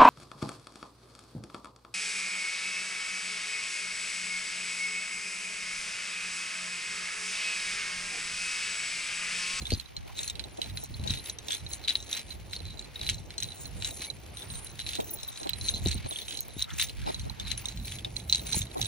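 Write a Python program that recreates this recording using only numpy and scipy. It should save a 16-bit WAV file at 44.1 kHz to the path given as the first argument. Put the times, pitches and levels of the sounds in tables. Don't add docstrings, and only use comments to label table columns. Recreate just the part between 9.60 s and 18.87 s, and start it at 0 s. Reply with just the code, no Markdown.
import sys
import numpy as np
from scipy import signal
from scipy.fft import rfft, irfft, next_fast_len
from scipy.io import wavfile
from scipy.ndimage import uniform_filter1d

SR = 44100
rng = np.random.default_rng(int(sys.argv[2]) if len(sys.argv) > 2 else 0)


def transcribe(u):
    v = np.clip(np.atleast_2d(u).T, -1, 1)
    q = np.round(v * 32767).astype(np.int16)
    wavfile.write(sys.argv[1], SR, q)


N = 408807
RING_SAMPLES = 4096
BLOW_SAMPLES = 200
TIME = np.arange(N) / SR
AGE = TIME[:RING_SAMPLES]


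# (time [s], ring level [dB], ring pitch [Hz], dry knock over ring [dB],
# upper modes over ring [dB], left minus right [dB])
CLINKS = [(.017, -40, 4060, -14, -10, -10), (0.054, -32, 3510, -16, -9, -7),
          (.068, -34, 3700, -13, -3, -3.5), (0.1042, -31, 4300, -4, -16, -5),
          (.119, -31.5, 4320, -8, -5, -1.5), (.127, -32, 4540, -13, -4, -2), (.136, -29, 4690, -23, 0, -1),
          (.147, -34, 4070, -18, -2, -1.5), (0.1975, -32.5, 4180, -11.5, -1, -9),
          (.258, -44.5, 3980, -15, -8, -13), (.3657, -32, 4080, -16, 0, -2), (.58, -37, 3990, -16, -6, 1),
          (0.5903, -30.5, 3860, -7, 3, 0), (.6315, -37, 4240, -10, 13, 0.5),
          (.677, -33.5, 4220, -11, 12, 1), (0.6982, -31, 3850, -12, 8, -1), (.754, -39, 4020, -7, -9, -9),
          (0.7946, -30, 4100, -8, -6, -6), (.8397, -37, 3940, -12, 1, -5),
          (.973, -47.5, 4050, -3, -10, -10), (1.0164, -27, 3930, -7, -13, -3.5),
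          (1.03, -42, 3900, -14, -10, -3), (1.042, -38, 3980, -11, -9, -4), (1.098, -43, 3930, -10, -7, -4),
          (1.106, -48, 4010, -17, -4, -7), (1.1723, -32, 4070, -7, -5, -1),
          (1.341, -40.5, 4110, -21, -7, -0.5), (1.396, -46, 3980, -13, -10, 0),
          (1.438, -44, 4020, -1.5, 6, 0.5), (1.4748, -28, 3990, -20, -2, 15),
          (1.496, -35, 4000, -12, -5, -1), (1.5015, -28.5, 3960, -16, -13, 1),
          (1.5055, -26.5, 3880, -12, 3.5, 0), (1.537, -37.5, 3800, -0.5, -15, 12),
          (1.573, -37, 3900, -10, -12, -1), (1.595, -41, 4030, -15, -8, 0), (1.6585, -41, 3830, -3, 8, -1),
          (1.697, -32, 3900, -12, 10, -1), (1.786, -42, 3820, -7, 16, -2), (1.883, -34, 3800, -2, 6, -2),
          (1.906, -28.5, 3460, -8, -2, -1.5), (1.9193, -30.5, 3420, -13, 12.5, 0),
          (1.93, -31, 3900, -7, -7, -3), (1.967, -43, 4100, -4, -1, 5), (2.064, -36.5, 3980, -18, -8, -3.5),
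          (2.114, -39, 4090, -18, -3, -6), (2.1336, -33.5, 4210, -14, 12, -1),
          (2.239, -41, 4160, -10, -5, 0), (2.247, -37.5, 3980, -16, -14, 2), (2.277, -29, 3880, -9, -10, 6),
          (2.2817, -22, 3910, -6, -27, 0.5), (2.292, -23, 4100, -13, -21, 14),
          (2.2965, -25, 3960, -12, -10, 1), (2.3049, -26, 3870, -11, -22, 0.5),
          (2.315, -37, 4050, -6, -6, 2), (2.354, -19, 3920, -17, -24, 1), (2.402, -40, 3860, -22, 4, 0),
          (2.425, -48, 3920, -15, 16, 0), (2.512, -40, 3930, -14, 14, 0),
          (2.5281, -25.5, 3900, -15, 6.5, -0.5), (2.575, -38.5, 3980, -4, 11, 0),
          (2.593, -37, 3980, -17, 5, -2), (2.7054, -37, 4090, -22, -6, -13),
          (2.72, -41, 4000, -20, -10, -10), (2.932, -31.5, 4080, -6.5, -20, 5),
          (2.963, -33.5, 4210, -18, -9, 0), (2.991, -44, 4100, -16, -5, -5),
          (3.003, -40, 4060, -18, -8, -12), (3.053, -40, 3970, -17, 0, -1),
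          (3.173, -44, 4080, -19, -12, -12), (3.193, -33, 3960, -27, 0, -1),
          (3.224, -45, 4060, -18, -4, -9), (3.244, -45, 4040, -18, -9, -8),
          (3.3572, -35.5, 3870, -20, -15, 0.5), (3.393, -41, 4050, -11, 0, 2),
          (3.413, -30.5, 3940, -16, -8, 1.5), (3.432, -38, 3970, -7, -8, 0.5),
          (3.4656, -32, 4090, -10, 1, 0), (3.473, -31, 3990, -25, -13, -2),
          (3.49, -27.5, 4010, 0.5, 2, -0.5), (3.497, -25, 3920, -6, 8.5, 1),
          (3.7049, -39.5, 4120, -5.5, -16, -4.5), (3.78, -30, 4140, -15, 8.5, 3.5),
          (3.802, -36.5, 4150, -11, 13, -4), (3.8247, -29.5, 3950, -10.5, 1, -2.5),
          (3.831, -34.5, 4000, -8, 14.5, 8), (3.842, -32, 3950, -20, -8, -3.5),
          (3.887, -39, 3940, -16, -9, -6), (3.92, -41, 3930, -9, -12, -6), (4.055, -40, 4100, -14, 8, -12),
          (4.2227, -35.5, 3970, -0.5, -18, 0), (4.246, -29, 4000, -7, 6, 1),
          (4.308, -40, 3940, -20, -1, -0.5), (4.406, -41, 4130, -13, -2, 0), (4.419, -38, 4100, -17, 8, 0),
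          (4.44, -36, 3910, -13, -1, -1), (4.5006, -29, 3990, -38, -1, -9),
          (4.7705, -37, 3800, -14, -3, -2), (4.783, -46, 4040, -18, -9, 4), (4.821, -40, 3950, -18, -8, 8),
          (4.9015, -40, 3970, -11, -5, -8), (4.954, -41, 3900, -12, 7, -14),
          (5.192, -35.5, 3890, -3.5, -11, -2), (5.2002, -34.5, 3920, -7, -22, -3),
          (5.21, -39, 3920, -10, -6, 0), (5.217, -40, 3960, -10, -1, 0), (5.2646, -34, 3930, -5, -5, 1),
          (5.29, -34.5, 4080, -4.5, 4, 0), (5.333, -40, 3840, 1, 2, -4), (5.3528, -34.5, 3970, -3, 8, -1),
          (5.36, -38, 3980, -15, 0, -8), (5.374, -37, 3970, -17, -9, -8),
          (5.4022, -38.5, 3800, -0.5, -5, -6), (5.494, -42, 3980, -17, -7, -6),
          (5.571, -46, 3940, -15, -7, -4), (5.587, -41, 3970, -16, -9, -2.5),
          (5.599, -46, 3980, -13, -2, 4), (5.631, -40, 3840, -10, 15.5, 9),
          (5.686, -37.5, 3850, -27, -24, 13), (5.758, -42, 3880, -18, -6, 1.5),
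          (5.774, -42, 3970, -5, 0, 3), (5.8306, -38, 4130, -7, 7, -6), (5.843, -41, 4010, -16, -9, -7),
          (5.871, -36.5, 4040, -6, -13, -12), (5.892, -29.5, 4040, -4.5, -19, -9),
          (5.905, -36, 3880, -18, -13, -6), (5.933, -27, 4030, -16.5, -5, -16),
          (5.957, -44, 3960, -16, -13, -12), (6.011, -34, 4050, -15, 5, -0.5),
          (6.052, -40, 4100, -12, 3, -1), (6.0845, -24, 4150, -14, 2, 11), (6.09, -21, 3870, -32, 2, -1),
          (6.146, -34, 3930, -30, 5, 0.5), (6.2592, -26.5, 3910, -19, -19, 1),
          (6.2713, -33.5, 3880, -5, 9, 15), (6.284, -30, 3950, -14, 11, -0.5),
          (6.3134, -29.5, 4250, -9.5, 7, -13), (6.378, -38, 3950, -14, -18, -5),
          (6.509, -35, 3860, -14, -1, -3.5), (6.525, -35, 3510, -22, -17, -1),
          (6.5593, -32, 3370, -30, -19, -1), (6.5864, -34.5, 3680, -9, -16, -1.5),
          (6.617, -37, 4030, -13, -8, 3), (6.682, -36.5, 3760, -5, 4, -2.5),
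          (6.708, -39.5, 3870, 1, -9, -9), (6.724, -40, 4000, 0, -2, -7), (6.75, -37, 3970, -14, -3, -15),
          (6.772, -33, 4120, -17, 8, -9), (6.79, -33, 4080, -16, -7, -6), (6.994, -32, 3980, -17, -3, -1),
          (7.016, -32, 3880, -15, -13, 2), (7.0232, -21, 3930, -28, 3.5, -1),
          (7.042, -35, 3920, -15, -8, -0.5), (7.104, -41, 3430, -9, -10, 1),
          (7.1968, -27, 3960, -0.5, -7, 2), (7.2052, -28, 3620, -20, -6, -0.5),
          (7.213, -25.5, 3680, -15, -6, -1.5), (7.2233, -29.5, 4030, 0, -7, -1.5),
          (7.286, -41, 4000, -17, -12, -10), (7.295, -38, 4030, -3.5, -4, -0.5),
          (7.463, -39, 4010, -13, -7, -1.5), (7.476, -42, 3970, -14, -6, -2.5),
          (7.494, -38, 3920, -9, -8, -3), (7.5444, -30, 3940, -26, -2, -3.5),
          (7.563, -43, 3930, -18, -9, -3), (7.595, -41.5, 3950, -6, 10, -4),
          (7.697, -33.5, 4070, -20, -4, -7), (7.798, -31.5, 3630, -10.5, 2.5, -1.5),
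          (7.8693, -41, 3960, -16, -7, 6), (7.904, -35, 3940, -22, -4, 0),
          (7.9148, -27.5, 4000, -6, 6.5, 12), (7.976, -45.5, 3950, 1, 19, 4),
          (8.0558, -28, 3660, -22, 5.5, -7), (8.0847, -32.5, 3970, -11, 8, -10),
          (8.1735, -41, 4020, -7, 2, 4), (8.198, -45, 3940, -14, -12, -6), (8.247, -42, 3980, -15, -9, 3.5),
          (8.2804, -42, 3950, 1.5, 6, -6), (8.3204, -39.5, 3400, -2, 8, 3), (8.363, -46, 4050, -15, -1, -4),
          (8.386, -40.5, 3550, -7, -4, -3.5), (8.4465, -29, 3690, -10.5, -27, 2.5),
          (8.565, -26.5, 3970, -24, 0, -8), (8.599, -42, 4000, -14, -8, -16),
          (8.6968, -25, 4000, -15, 3.5, -0.5), (8.7258, -14.3, 3960, -20.5, -1.5, -1.5),
          (8.7318, -22.5, 4260, -23, -9, 2.5), (8.7471, -20, 3930, -18.5, 1, -2),
          (8.7562, -27, 3920, -19, 6.5, 0), (8.795, -36, 3930, -13.5, -5, -4.5),
          (8.869, -40, 3960, -8, -1, -10), (8.925, -28.5, 4100, -9, -12, -13),
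          (8.93, -24, 3910, -15, 7, -11), (8.9441, -27, 4150, -15, 2, -23),
          (9.0168, -29.5, 3670, -12, 6.5, -2), (9.069, -44, 3930, -13, -14, -4),
          (9.114, -43.5, 3940, -14, -6, -4), (9.172, -43, 3960, -17, -14, -4),
          (9.181, -42, 3960, -19, -7, -4), (9.214, -24.5, 3800, -15, 7, -6),
          (9.226, -28.5, 3840, -11, 1, -4), (9.246, -36, 3960, -8, 12, -12),
          (9.256, -30, 3940, -12, -4, -3.5)]
# (multiple of ring pitch [ratio], level [dB], t60 [s])
MAIN_MODES = [(.88, -8, 0.023), (0.952, -11, 0.028), (0.997, 0, 0.047), (1.007, -3, 0.037),
              (1.055, -9, 0.022), (1.16, -9, 0.0099)]
# (pitch [Hz], level [dB], t60 [s])
UPPER_MODES = [(5390, 0, 0.018), (6008, 9.5, 0.021), (6600, -2.5, 0.045), (7340, 1, 0.027),
               (7620, 5.5, 0.025), (8730, -11, .012), (9450, -2.5, 0.015), (9900, -17, .012),
               (10500, -14, 0.032), (10700, -10, .019), (11900, -14, .008), (13500, -3, .018),
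               (14200, -9, .012), (15410, -20, .025)]
# (frequency [Hz], level [dB])
KNOCK_COLOUR = [(700, -74), (1400, -7.5), (2200, 1.5), (3200, 7), (4600, 1), (6500, -6.5), (8200, -2),
                (10000, -10), (15000, -25)]
# (start [s], end [s], start pitch [Hz], end pitch [Hz], level of each knock [dB])
RATTLES = [(0.584, 0.716, 3830, 3900, -51), (1.479, 1.59, 3900, 4100, -43.5),
           (1.897, 1.953, 3560, 3390, -34.5), (4.773, 4.831, 3430, 3710, -47),
           (5.27, 5.369, 3940, 3780, -42), (6.512, 6.627, 3410, 3540, -45), (6.68, 6.779, 3300, 2910, -48),
           (8.728, 8.801, 3920, 3950, -41), (8.9, 9.042, 4040, 3680, -45)]
# (start [s], length [s], chatter of the main ring [dB],
# dry scrape [dB], fine jingle [dB])
TUGS = [(0.07, 0.12, -41, -54, -55.5), (0.58, .11, -44.5, -51, -54.5), (1.013, 0.059, -53, -54, -57.5),
        (1.17, 0.078, -52, -68, -53.5), (1.474, 0.079, -37.5, -47.5, -55.5),
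        (1.648, 0.058, -57, -50, -52.5), (1.895, 0.059, -41, -48, -48), (2.093, 0.044, -51, -53, -51.5),
        (2.289, 0.042, -35.5, -47, -62), (2.376, 0.052, -47, -74, -55), (2.529, 0.047, -37, -39.5, -46.5),
        (2.689, 0.027, -48, -49, -55.5), (2.893, 0.062, -41.5, -65, -52.5), (3.034, 0.073, -45.5, -56, -72),
        (3.406, 0.051, -42, -46, -60), (3.461, 0.085, -43, -50, -51.5), (3.818, 0.11, -46.5, -54.5, -59.5),
        (3.96, 0.11, -52, -73, -56.5), (4.238, 0.049, -40, -46.5, -48), (4.303, 0.092, -53, -72, -53),
        (4.415, 0.035, -40.5, -43.5, -46.5), (4.775, 0.04, -60, -71, -57), (4.906, 0.098, -50, -71, -57),
        (5.061, 0.014, -49, -55, -51), (5.182, 0.027, -43, -55, -55), (5.27, 0.086, -40.5, -50, -56),
        (5.402, 0.2, -59, -72, -54), (5.613, 0.22, -50, -60, -56.5), (6.049, 0.065, -39, -47, -48.5),
        (6.15, 0.029, -37, -66, -54), (6.235, 0.1, -37, -44.5, -49), (6.383, 0.12, -53, -49.5, -65),
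        (6.508, 0.16, -46.5, -55, -56.5), (6.674, 0.14, -56, -59, -52), (6.972, 0.033, -36, -45.5, -46),
        (7.202, 0.024, -35, -35, -36.5), (7.372, 0.15, -66, -50.5, -78), (7.477, 0.14, -46, -57, -58),
        (7.868, 0.053, -37, -45, -58), (7.978, 0.042, -57, -49, -52), (8.044, 0.098, -52, -54.5, -57.5),
        (8.263, 0.091, -47.5, -54, -52), (8.552, 0.041, -62, -52.5, -54), (8.69, 0.098, -41.5, -54, -51.5),
        (8.85, 0.026, -52, -54, -53), (8.89, 0.11, -42, -46.5, -44.5), (9.17, .04, -70, -56, -53.5),
        (9.222, 0.048, -47, -61, -50)]
# (chatter [dB], scrape [dB], jingle [dB])
SWAY_DB = (-64, -58, -65.5)
# (frequency [Hz], level [dB])
SCRAPE_COLOUR = [(400, -36), (900, -3), (1500, 0.5), (2300, 10.5), (3200, 6.5), (4500, 5), (6500, -4.5),
                 (8200, -4), (12000, -10), (15000, -17)]
# (frequency [Hz], level [dB])
SIZZLE_COLOUR = [(4000, -13), (6000, 0.5), (7300, 10.5), (8200, 7), (9200, 7), (10500, 6.5), (11500, 3),
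                 (12300, -10), (13600, 17.5), (14800, -34), (15400, -2), (16200, -38)]
# (pitch [Hz], level [dB], t60 [s])
SMALL_RING_MODES = [(8700, -12, 0.083), (9800, -6.5, 0.035), (10210, 4.5, 0.083), (10670, -4, 0.054),
                    (15410, -2.5, 0.13)]
# (time [s], level [dB], pitch [Hz], t60 [s], rub [s], tick over ping [dB])
TINKLES = [(1.238, -34, 13900, .03, .0025, -15), (1.654, -41.5, 10600, .02, .008, -8),
           (2.13, -38, 10320, .04, .0025, -15), (5.046, -40, 10830, .03, 0.0028, 0),
           (5.408, -38, 13400, .02, .003, -4), (5.443, -39, 13500, .04, .003, -15),
           (5.505, -37, 15300, .03, .014, -15), (5.507, -47, 10000, .04, .014, -15),
           (5.534, -38, 10170, 0.036, .008, -12), (5.536, -36, 15410, .048, .01, -15),
           (5.678, -36, 13850, .05, .009, -22), (5.895, -26, 14700, .009, 0.0016, -13),
           (6.104, -39.5, 10400, 0.049, .0025, -12), (6.343, -37, 8750, 0.027, .0025, -10),
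           (6.488, -38, 10200, 0.054, .0025, -15), (6.499, -39, 13520, .04, .0025, -15),
           (6.806, -27, 14700, .007, .001, -2.5), (6.882, -40, 13200, .012, .002, -3),
           (7.976, -35, 10300, 0.058, .0025, -14), (8.952, -31, 10350, 0.04, .0025, -10),
           (8.982, -34, 10400, .035, .0025, -10)]
# (frequency [Hz], level [dB])
TICK_COLOUR = [(3000, -30), (6000, -12), (9000, 2), (12000, -7), (15000, 3.5)]
# (frequency [Hz], left ahead of right [rad])
PORT_PHASE = [(0, 0), (2400, 0), (3500, -.6), (4300, .3), (4900, 1.4), (5600, 1.4), (6200, 1.1),
              (7200, 2.5), (8100, 3.2), (9000, 4.9), (10000, 6.2), (11600, 6.3), (12500, 9.3), (14500, 9.6),
              (15500, 12)]
# (time [s], length [s], pitch [Hz], level [dB])
SQUEAKS = [(4.475, 0.022, 2280, -53), (6.797, 0.044, 6540, -54), (7.462, 0.044, 5170, -56)]
# (time [s], level [dB], pitch [Hz], t60 [s])
BUMPS = [(0.023, -27.5, 203, 0.04), (0.121, -14.5, 436, 0.013), (0.131, -15, 90, 0.061),
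         (0.17, -32, 79.6, 0.078), (1.305, -33.5, 85, .08), (1.396, -24.5, 96, 0.041),
         (1.503, -23.5, 115, 0.07), (4.399, -34.5, 258, 0.04), (5.826, -41, 320, 0.07),
         (6.26, -15.5, 343, 0.019), (6.268, -20, 80, 0.054), (6.35, -25, 200, 0.014),
         (6.448, -32.5, 126, 0.11), (7.135, -34.5, 130, 0.038), (6.966, -26, 182, 0.024),
         (7.702, -32, 900, 0.017), (8.944, -28, 876, 0.026), (8.967, -22.5, 121, 0.047),
         (9.194, -32, 420, .012), (9.195, -32, 776, 0.048)]
# (frequency [Hz], level [dB])
SCUFF_COLOUR = [(30, -73), (70, 17), (130, 0.5), (250, 4), (450, -13.5), (800, -19), (1600, -48)]
# (peak time [s], half width [s], level [dB])
GUSTS = [(.015, 0.02, -35), (.138, 0.026, -28.5), (.39, 0.016, -44), (1.12, 0.061, -37.5),
         (1.34, 0.033, -33.5), (1.44, 0.031, -30), (1.52, 0.062, -34), (2.04, 0.02, -39),
         (3.56, 0.078, -39.5), (3.87, 0.039, -42.5), (4.2, 0.091, -39), (4.92, 0.052, -39.5),
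         (6.13, 0.15, -38.5), (6.265, 0.04, -26.5), (6.37, 0.024, -34.5), (6.455, 0.01, -35),
         (7.13, 0.0091, -37), (7.42, 0.06, -39), (7.64, 0.051, -34), (7.95, 0.11, -34),
         (8.16, 0.052, -35.5), (8.37, 0.036, -44), (8.76, 0.089, -37), (9.02, 0.085, -33.5),
         (9.22, 0.027, -32)]
# (time [s], level [dB])
BREEZE = [(0, -54.5), (.8, -48), (1.4, -48.5), (1.85, -49), (2.7, -45), (3.2, -41.5), (3.8, -44.5),
          (4.6, -44), (5.45, -45), (5.7, -54), (6.1, -43), (6.65, -51), (7, -47), (8.3, -40.5), (9.27, -44)]
# (time [s], level [dB])
FLUTTER_LEVEL = [(0, -55.5), (.22, -68), (.58, -63.5), (.8, -53), (1.05, -53.5), (1.22, -68.5), (1.45, -54),
                 (1.8, -54.5), (3.3, -55.5), (4.3, -52), (5.15, -57), (5.5, -51), (5.7, -64), (6.1, -48.5),
                 (6.5, -56.5), (6.95, -54), (7.1, -77), (7.26, -52.5), (7.5, -64), (7.76, -64),
                 (7.9, -59.5), (8.5, -52), (9.27, -53.5)]
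# (time [s], opposed over shared part of the buffeting [dB])
WIND_SIDE = [(0, -8), (.4, 7.5), (1.3, -3), (2.5, -2), (4.3, -3), (4.6, -9), (5.3, -1), (5.7, 6),
             (6.2, -1.5), (7.1, 8.5), (7.9, -5), (8.3, -22), (9.27, -38)]
# (frequency [Hz], level [dB])
BUFFET_COLOUR = [(20, -32), (35, -16), (50, -1), (68, -1.5), (100, -3), (150, -9.5), (220, -16),
                 (400, -34.5), (900, -56)]
# (frequency [Hz], level [dB])
FLUTTER_COLOUR = [(100, -13), (220, -6.5), (330, -1.5), (500, -5), (850, -8), (1200, -23.5), (2500, -40)]
# (peak time [s], half width [s], level [dB])
SWIRLS = [(.125, 0.044, -49), (.42, 0.14, -49.5), (.66, 0.062, -47), (1.0, 0.041, -46), (1.15, 0.12, -48.5),
          (1.4, 0.081, -50), (1.55, 0.056, -47), (1.92, 0.027, -47.5), (2.55, 0.017, -37), (2.76, .02, -54),
          (2.96, .04, -55), (3.45, 0.055, -43), (3.85, .03, -58), (3.98, .04, -55), (4.33, 0.092, -59),
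          (5.0, .025, -46), (5.4, 0.025, -42), (5.72, 0.081, -49), (5.84, 0.038, -40), (6.1, 0.076, -52),
          (6.26, 0.032, -53), (6.48, 0.13, -46.5), (7.12, 0.11, -48.5), (7.45, 0.044, -40),
          (7.7, 0.12, -45.5), (8.0, 0.056, -44.5), (8.46, 0.035, -51), (8.88, 0.074, -45),
          (9.18, 0.024, -41)]
# (frequency [Hz], level [dB])
SWIRL_COLOUR = [(100, -16), (220, -4.5), (330, -0.5), (500, -3.5), (850, -3.5), (1300, -19.5), (2500, -37)]
# (peak time [s], half width [s], level [dB], centre [Hz])
SWISHES = [(.5, 0.027, -54, 800), (4.84, 0.024, -57, 1400), (4.99, 0.024, -56, 880), (6.43, .08, -54, 2340),
           (6.72, 0.036, -54, 2800), (7.1, .04, -50.5, 1480), (7.46, 0.048, -54.5, 1600),
           (8.06, 0.03, -53, 790)]
# (frequency [Hz], level [dB])
FIELD_COLOUR = [(100, -3), (200, -14), (400, -6), (900, 5.5), (1300, 3.5), (2500, 4.5), (4000, -0.5),
                (6000, -6.5), (8000, -60), (11000, -6), (13000, -23), (16000, -45)]
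# (start [s], end [s], level [dB])
BUZZES = [(4.735, 4.88, -53.5), (4.89, 5.017, -45.5), (6.466, 6.604, -49.5)]

STEP_RAD_PER_DB, STEP_AHEAD_RAD, STEP_SCATTER_RAD, STEP_MOST_RAD = 0.71, -0.43, 0.45, 2.28
RING_DETUNE, RING_MIX_DB = .012, 3.5
UPPER_DAMPING = .85
SEAT_S = .0008
REBOUND_S, REBOUND_DB, REBOUND_LOSS_DB = .0035, -14, -5
LIGHT_DB, LIGHT_SCATTER_DB, LIGHT_PITCH_SCATTER = -1, 2.5, 0.0312
LIGHT_PAN_DB, LIGHT_PAN_SCATTER_DB = -2, 0.5
LIGHT_KNOCK_DB, LIGHT_UPPER_DB = -10, 4
RATTLE_PER_S = 90
TUG_ATTACK_S, TUG_RELEASE_S = 0.022, 0.028
SLACK_DB, SLACK_S = -4, 0.043
CATCH_S = .04
TOUCHES_PER_S, TOUCH_SPREAD_DB, TICK_DB, GRAIN_DB, GRAIN_PER_S = 290, 3.0, -4, 1.8, 300
SHIFT_DB, SHIFT_PER_S = 3.5, 16
CHATTER_HZ, CHATTER_SPREAD, CHATTER_DAMP_S = 3964, 0.0704, .05
FLICKER_EDGES_HZ, FLICKER_DB, FLICKER_PER_S = (3500, 6500, 8500, 10000, 11500, 14000, 17000), 2.8, 18
SHIVERS_PER_S, SHIVER_SPREAD_DB, SHIVER_PITCH_SCATTER = 70, 4.5, .014
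FLUTTER_GROWTH = 0.062
WIND_LEAN_DB = -1.5
HUSH_SWELL_DB, HUSH_SWELL_PER_S = 1.0, 4
TOP_HZ = 15900


def clinks():
    rings, highs = np.zeros((2, 2, N))
    bite = seating()
    for s, db, hz, knock_db, upper_db, pan_db in list(CLINKS) + light_knocks() + rattles():
        angle = STEP_AHEAD_RAD + STEP_RAD_PER_DB * pan_db + STEP_SCATTER_RAD * rng.standard_normal()
        angle = np.clip(angle, -STEP_MOST_RAD, STEP_MOST_RAD)
        force = contact(chatter=.02, seconds=.0007)
        grip = np.exp(-AGE * undb(db) / 0.00034)
        crack_fade = np.exp(-AGE / 0.00042) + undb(-32.0) * np.exp(-AGE / 0.016)
        crack = stereo_noise(side_db=-8.5, count=RING_SAMPLES) * crack_fade
        pan = level(lean(pan_db), 0)
        main = through(force, main_ring(hz, angle)) * bite * grip
        main = level(main, db - .3, count=BLOW_SAMPLES)
        upper = through(force, upper_ring(scatter=0.0093)) * bite
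        upper = level(upper, db + upper_db - 11.0, count=BLOW_SAMPLES)
        knock = level(colour(crack * bite, KNOCK_COLOUR), db + knock_db + 2.5, count=BLOW_SAMPLES)
        bounce = rebounds()
        add(rings, s, through(bounce, main * pan))
        add(highs, s, through(bounce, (upper + knock) * np.sqrt(pan)))
    return rings + ports(highs)


def light_knocks(count=2):
    rows = []
    for start, end, (chatter_db, _, _) in tugs():
        places = (np.arange(count) + rng.random(count)) / count
        for place in places:
            force, pitch, side = rng.standard_normal(3)
            s = start + (end - start) * place
            db = chatter_db + LIGHT_DB + LIGHT_SCATTER_DB * force
            hz = CHATTER_HZ * (1 + LIGHT_PITCH_SCATTER * pitch)
            pan_db = LIGHT_PAN_DB + LIGHT_PAN_SCATTER_DB * side
            rows.append((s, db, hz, LIGHT_KNOCK_DB, LIGHT_UPPER_DB, pan_db))
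    return rows


def rattles():
    rows = []
    for start, end, start_hz, end_hz, db in RATTLES:
        count = int((end - start) * RATTLE_PER_S) + 1
        places = (np.arange(count) + rng.random(count)) / count
        for place in places:
            force, pitch, side = rng.standard_normal(3)
            s = start + (end - start) * place
            hz = (start_hz + (end_hz - start_hz) * place) * (1 + LIGHT_PITCH_SCATTER * pitch)
            rows.append((s, db + 2 * force, hz, LIGHT_KNOCK_DB, LIGHT_UPPER_DB, LIGHT_PAN_DB + 2 * side))
    return rows


def main_ring(hz, angle):
    ring = 0
    for multiple, db, t60 in MAIN_MODES:
        detune, mix = rng.standard_normal(2)
        ring = ring + mode(hz * multiple * (1 + RING_DETUNE * detune), db + RING_MIX_DB * mix, t60, angle)
    return ring


def upper_ring(scatter):
    ring = 0
    for hz, db, t60 in UPPER_MODES:
        detune, mix, damping = rng.standard_normal(3)
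        decay = t60 * UPPER_DAMPING * undb(2 * damping)
        ring = ring + mode(hz * (1 + scatter * detune), db + 4 * mix, decay)
    return ring


def seating():
    return 1 - np.exp(-(AGE / SEAT_S) ** 2)


def rebounds(count=3):
    force = np.zeros(RING_SAMPLES)
    force[0] = 1
    at = np.cumsum(REBOUND_S * rng.uniform(.5, 1.5, count))
    db = REBOUND_DB + REBOUND_LOSS_DB * np.arange(count) + 2 * rng.standard_normal(count)
    force[(at * SR).astype(int)] = undb(db)
    return force


def rubbing(count=9):
    chatter_gain, scrape_gain, jingle_gain = tugging()
    chatter, jingle, ticks = 0, 0, 0
    for place in np.linspace(-1, 1, count):
        touches = contacts(rate=TOUCHES_PER_S / count, spread_db=TOUCH_SPREAD_DB)
        ticks = ticks + touches
        touches = touches * undb(SHIFT_DB * np.clip(walk(SHIFT_PER_S), -2, 1))
        ring = main_ring(CHATTER_HZ * (1 + CHATTER_SPREAD * place), rng.normal(-0.43, 0.66))
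        chatter = chatter + through(touches, ring * seating() * np.exp(-AGE / CHATTER_DAMP_S))
        jingle = jingle + through(touches, upper_ring(scatter=0.034) * seating())
    grain = undb(GRAIN_DB * walk(GRAIN_PER_S) + walk(45))
    press = 1 - undb(SWAY_DB[1]) / scrape_gain
    dry_ticks = level(through(ticks, contact(chatter=.5, seconds=.0005)), TICK_DB) * press
    friction = stereo_noise(side_db=-8.5) * grain + dry_ticks
    scrape = level(colour(friction, SCRAPE_COLOUR), -0.57) * scrape_gain
    fine_friction = stereo_noise(side_db=-20.0) * grain + dry_ticks
    sizzle = level(flicker(colour(fine_friction, SIZZLE_COLOUR)), 5.4)
    fine = sizzle + level(jingle, 0) + level(shivers(), -3.0)
    chatter_lean = undb(np.array([[-1.2], [1.0]]))
    return level(chatter, -5.0) * chatter_gain * chatter_lean + ports(scrape + fine * jingle_gain)


def tugging():
    t = TIME[::32]
    power = undb(SWAY_DB)[:, None] ** 2
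    for start, end, db in tugs():
        slack = undb(SLACK_DB) * fade(start - t, SLACK_S)
        rise = np.maximum(fade(start - t, TUG_ATTACK_S), slack)
        power = power + (undb(db)[:, None] * rise * fade(t - end, TUG_RELEASE_S)) ** 2
    return [np.interp(TIME, t, np.sqrt(p)) for p in power]


def tugs():
    for s, length, *db in TUGS:
        knock_s = nearest_knock(s)[0]
        start = knock_s if abs(knock_s - s) < CATCH_S else s
        yield start, s + length, db


def nearest_knock(s):
    return min(CLINKS, key=lambda clink: abs(clink[0] - s))


def contacts(rate, spread_db):
    sizes = undb(spread_db * np.minimum(rng.exponential(size=N), 4))
    return (rng.random(N) < rate / SR) * sizes * rng.choice([-1, 1], N)


def flicker(x):
    out = 0
    for k, band in enumerate(zip(FLICKER_EDGES_HZ, FLICKER_EDGES_HZ[1:])):
        band_filter = signal.butter(2, band, "bandpass", fs=SR, output="sos")
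        waver = undb(FLICKER_DB * walk(FLICKER_PER_S))
        out = out + signal.sosfilt(band_filter, x) * (-1) ** k * waver
    return out


def shivers():
    out = np.zeros((2, N))
    for _ in range(int(SHIVERS_PER_S * N / SR)):
        place, pick = rng.random(2)
        pitch, force = rng.standard_normal(2)
        hz, db, t60 = SMALL_RING_MODES[int(pick * len(SMALL_RING_MODES))]
        hz = hz * (1 + SHIVER_PITCH_SCATTER * pitch)
        ping = mode(hz, db + SHIVER_SPREAD_DB * min(force, 1.5), t60)
        add(out, place * N / SR, ping * seating())
    return out


def tinkles():
    out = np.zeros((2, N))
    for s, db, hz, t60, rub_s, tick_db in TINKLES:
        ping = through(contact(chatter=0.58, seconds=rub_s), mode(hz, 0, t60))
        tick = colour(contact(chatter=.5, seconds=.0007), TICK_COLOUR)
        ping = level(ping, db + .5, count=BLOW_SAMPLES)
        add(out, s, ping + level(tick, db + tick_db, count=BLOW_SAMPLES))
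    return ports(out)


def squeaks():
    out = np.zeros((2, N))
    for s, length, hz, db in SQUEAKS:
        waver = uniform_filter1d(rng.standard_normal(RING_SAMPLES), size=150)
        swell = np.sin(np.pi * np.minimum(AGE / length, 1))
        turn = 2 * np.pi * np.cumsum(hz * (1 + 0.046 * waver)) / SR
        add(out, s, undb(db + 8.5) * swell * np.sin(turn))
    return out


def bumps():
    out = np.zeros((2, N))
    soft_start = 1 - np.exp(-AGE / 0.0009)
    for s, db, hz, t60 in BUMPS:
        skin = stereo_noise(side_db=-8.5, count=RING_SAMPLES) * np.exp(-AGE / 0.0072)
        scuff = level(colour(skin, SCUFF_COLOUR), db - 20.0)
        thud = mode(hz, db - 0.5, t60, angle=0.38)
        add(out, s, (thud + scuff) * soft_start)
    return out


def wind():
    (breeze_db,), (flutter_db,), (side_db,) = curves(BREEZE), curves(FLUTTER_LEVEL), curves(WIND_SIDE)
    flow = np.sqrt(undb(breeze_db) ** 2 + swells(GUSTS))
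    eddies = undb(flutter_db) * (flow / undb(breeze_db)) ** FLUTTER_GROWTH
    buffet = colour(stereo_noise(side_db), BUFFET_COLOUR) * undb(walk(16))
    flutter = colour(stereo_noise(side_db=-1.0), FLUTTER_COLOUR) * undb(walk(60))
    air = level(buffet, -1.2) * flow + level(flutter, 0.075) * eddies
    return air * lean(WIND_LEAN_DB)


def swirls():
    puff = colour(stereo_noise(side_db=17), SWIRL_COLOUR) * undb(3.6 * walk(70))
    return level(puff, 0) * np.sqrt(swells(SWIRLS))


def swishes():
    noise = stereo_noise(side_db=-8.5) * undb(2 * walk(90))
    out = 0
    for s, width, db, hz in SWISHES:
        brush = colour(noise, [(hz / 3, -30), (hz, 0), (hz * 2, -14), (hz * 4, -35)])
        out = out + level(brush, 0) * np.sqrt(swells([(s, width, db)]))
    return out


def insect():
    gate = 0
    for start, end, db in BUZZES:
        gate = gate + undb(db) * np.interp(TIME, [start, start + 0.0067, end - .02, end], [0, 1, 1, 0])
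    outline = [(7500, -49), (8600, -13), (8850, -2), (9150, -2), (9500, -13), (10800, -54)]
    buzz = colour(stereo_noise(side_db=-1.0), outline)
    return level(buzz * undb(1.4 * walk(150)), 0) * gate


def field():
    hush = colour(stereo_noise(side_db=-4.0), FIELD_COLOUR)
    return level(hush * undb(HUSH_SWELL_DB * walk(HUSH_SWELL_PER_S)), -57.5)


def undb(db):
    return 10 ** (np.asarray(db) / 20)


def level(x, db, count=None):
    return x * undb(db) / np.sqrt(np.mean(x[..., :count] ** 2) + 1e-18)


def lean(db):
    return undb(np.array([[db], [-db]]) / 2)


def curves(table):
    s, *columns = np.transpose(table)
    return [np.interp(TIME, s, c) for c in columns]


def swells(table):
    t = TIME[::32]
    power = 0
    for s, width, db in table:
        power = power + undb(db) ** 2 * np.exp(-np.minimum(((t - s) / width) ** 2, 20))
    return np.interp(TIME, t, power)


def fade(gap, seconds):
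    return np.exp(-np.clip(gap / seconds, 0, 20))


def walk(rate):
    k = int(SR / rate)
    steps = np.repeat(rng.standard_normal(N // k + 1), k)
    return 2.9 * uniform_filter1d(uniform_filter1d(steps, k), k)[:N]


def stereo_noise(side_db, count=N):
    mid, side = rng.standard_normal((2, count))
    return mid + undb(side_db) * np.array([side, -side])


def contact(chatter, seconds):
    force = chatter * rng.standard_normal(RING_SAMPLES) * np.exp(-AGE / max(seconds, .0002))
    force[0] += 1
    return force


def mode(hz, db, t60, angle=0):
    turn = 2 * np.pi * hz * AGE + np.array([[angle], [-angle]]) / 2
    decay = np.exp(-np.log(1000) * AGE / max(t60, .001))
    return undb(db) * decay * np.sin(turn.astype(np.float32))


def through(x, response):
    x = np.atleast_2d(x)
    return signal.oaconvolve(x, np.atleast_2d(response))[:, :x.shape[1]]


def colour(x, points):
    hz, db = np.transpose(points)
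    size = 4096
    grid = np.fft.rfftfreq(size, 1 / SR) + 1
    cepstrum = irfft(np.log(undb(np.interp(np.log(grid), np.log(hz), db))))
    cepstrum[1:size // 2] *= 2
    cepstrum[size // 2:] = 0
    return through(x, irfft(np.exp(rfft(cepstrum))))


def ports(x):
    size = next_fast_len(N + RING_SAMPLES)
    angle = np.interp(np.fft.rfftfreq(size, 1 / SR), *np.transpose(PORT_PHASE))
    turn = np.exp(.5j * np.array([angle, -angle]))
    return irfft(rfft(x, size) * turn, size)[:, :N]


def add(out, s, sound):
    start = max(int(s * SR), 0)
    out[:, start:start + sound.shape[-1]] += sound[..., :max(N - start, 0)]


def scene():
    metal = clinks() + rubbing() + tinkles() + squeaks()
    handling = bumps() + wind() + swirls()
    return metal + handling + swishes() + insect() + field()


def record(dry):
    return signal.sosfilt(signal.ellip(8, .2, 70, TOP_HZ, fs=SR, output="sos"), dry)


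dry = scene()
out = record(dry)
transcribe(out)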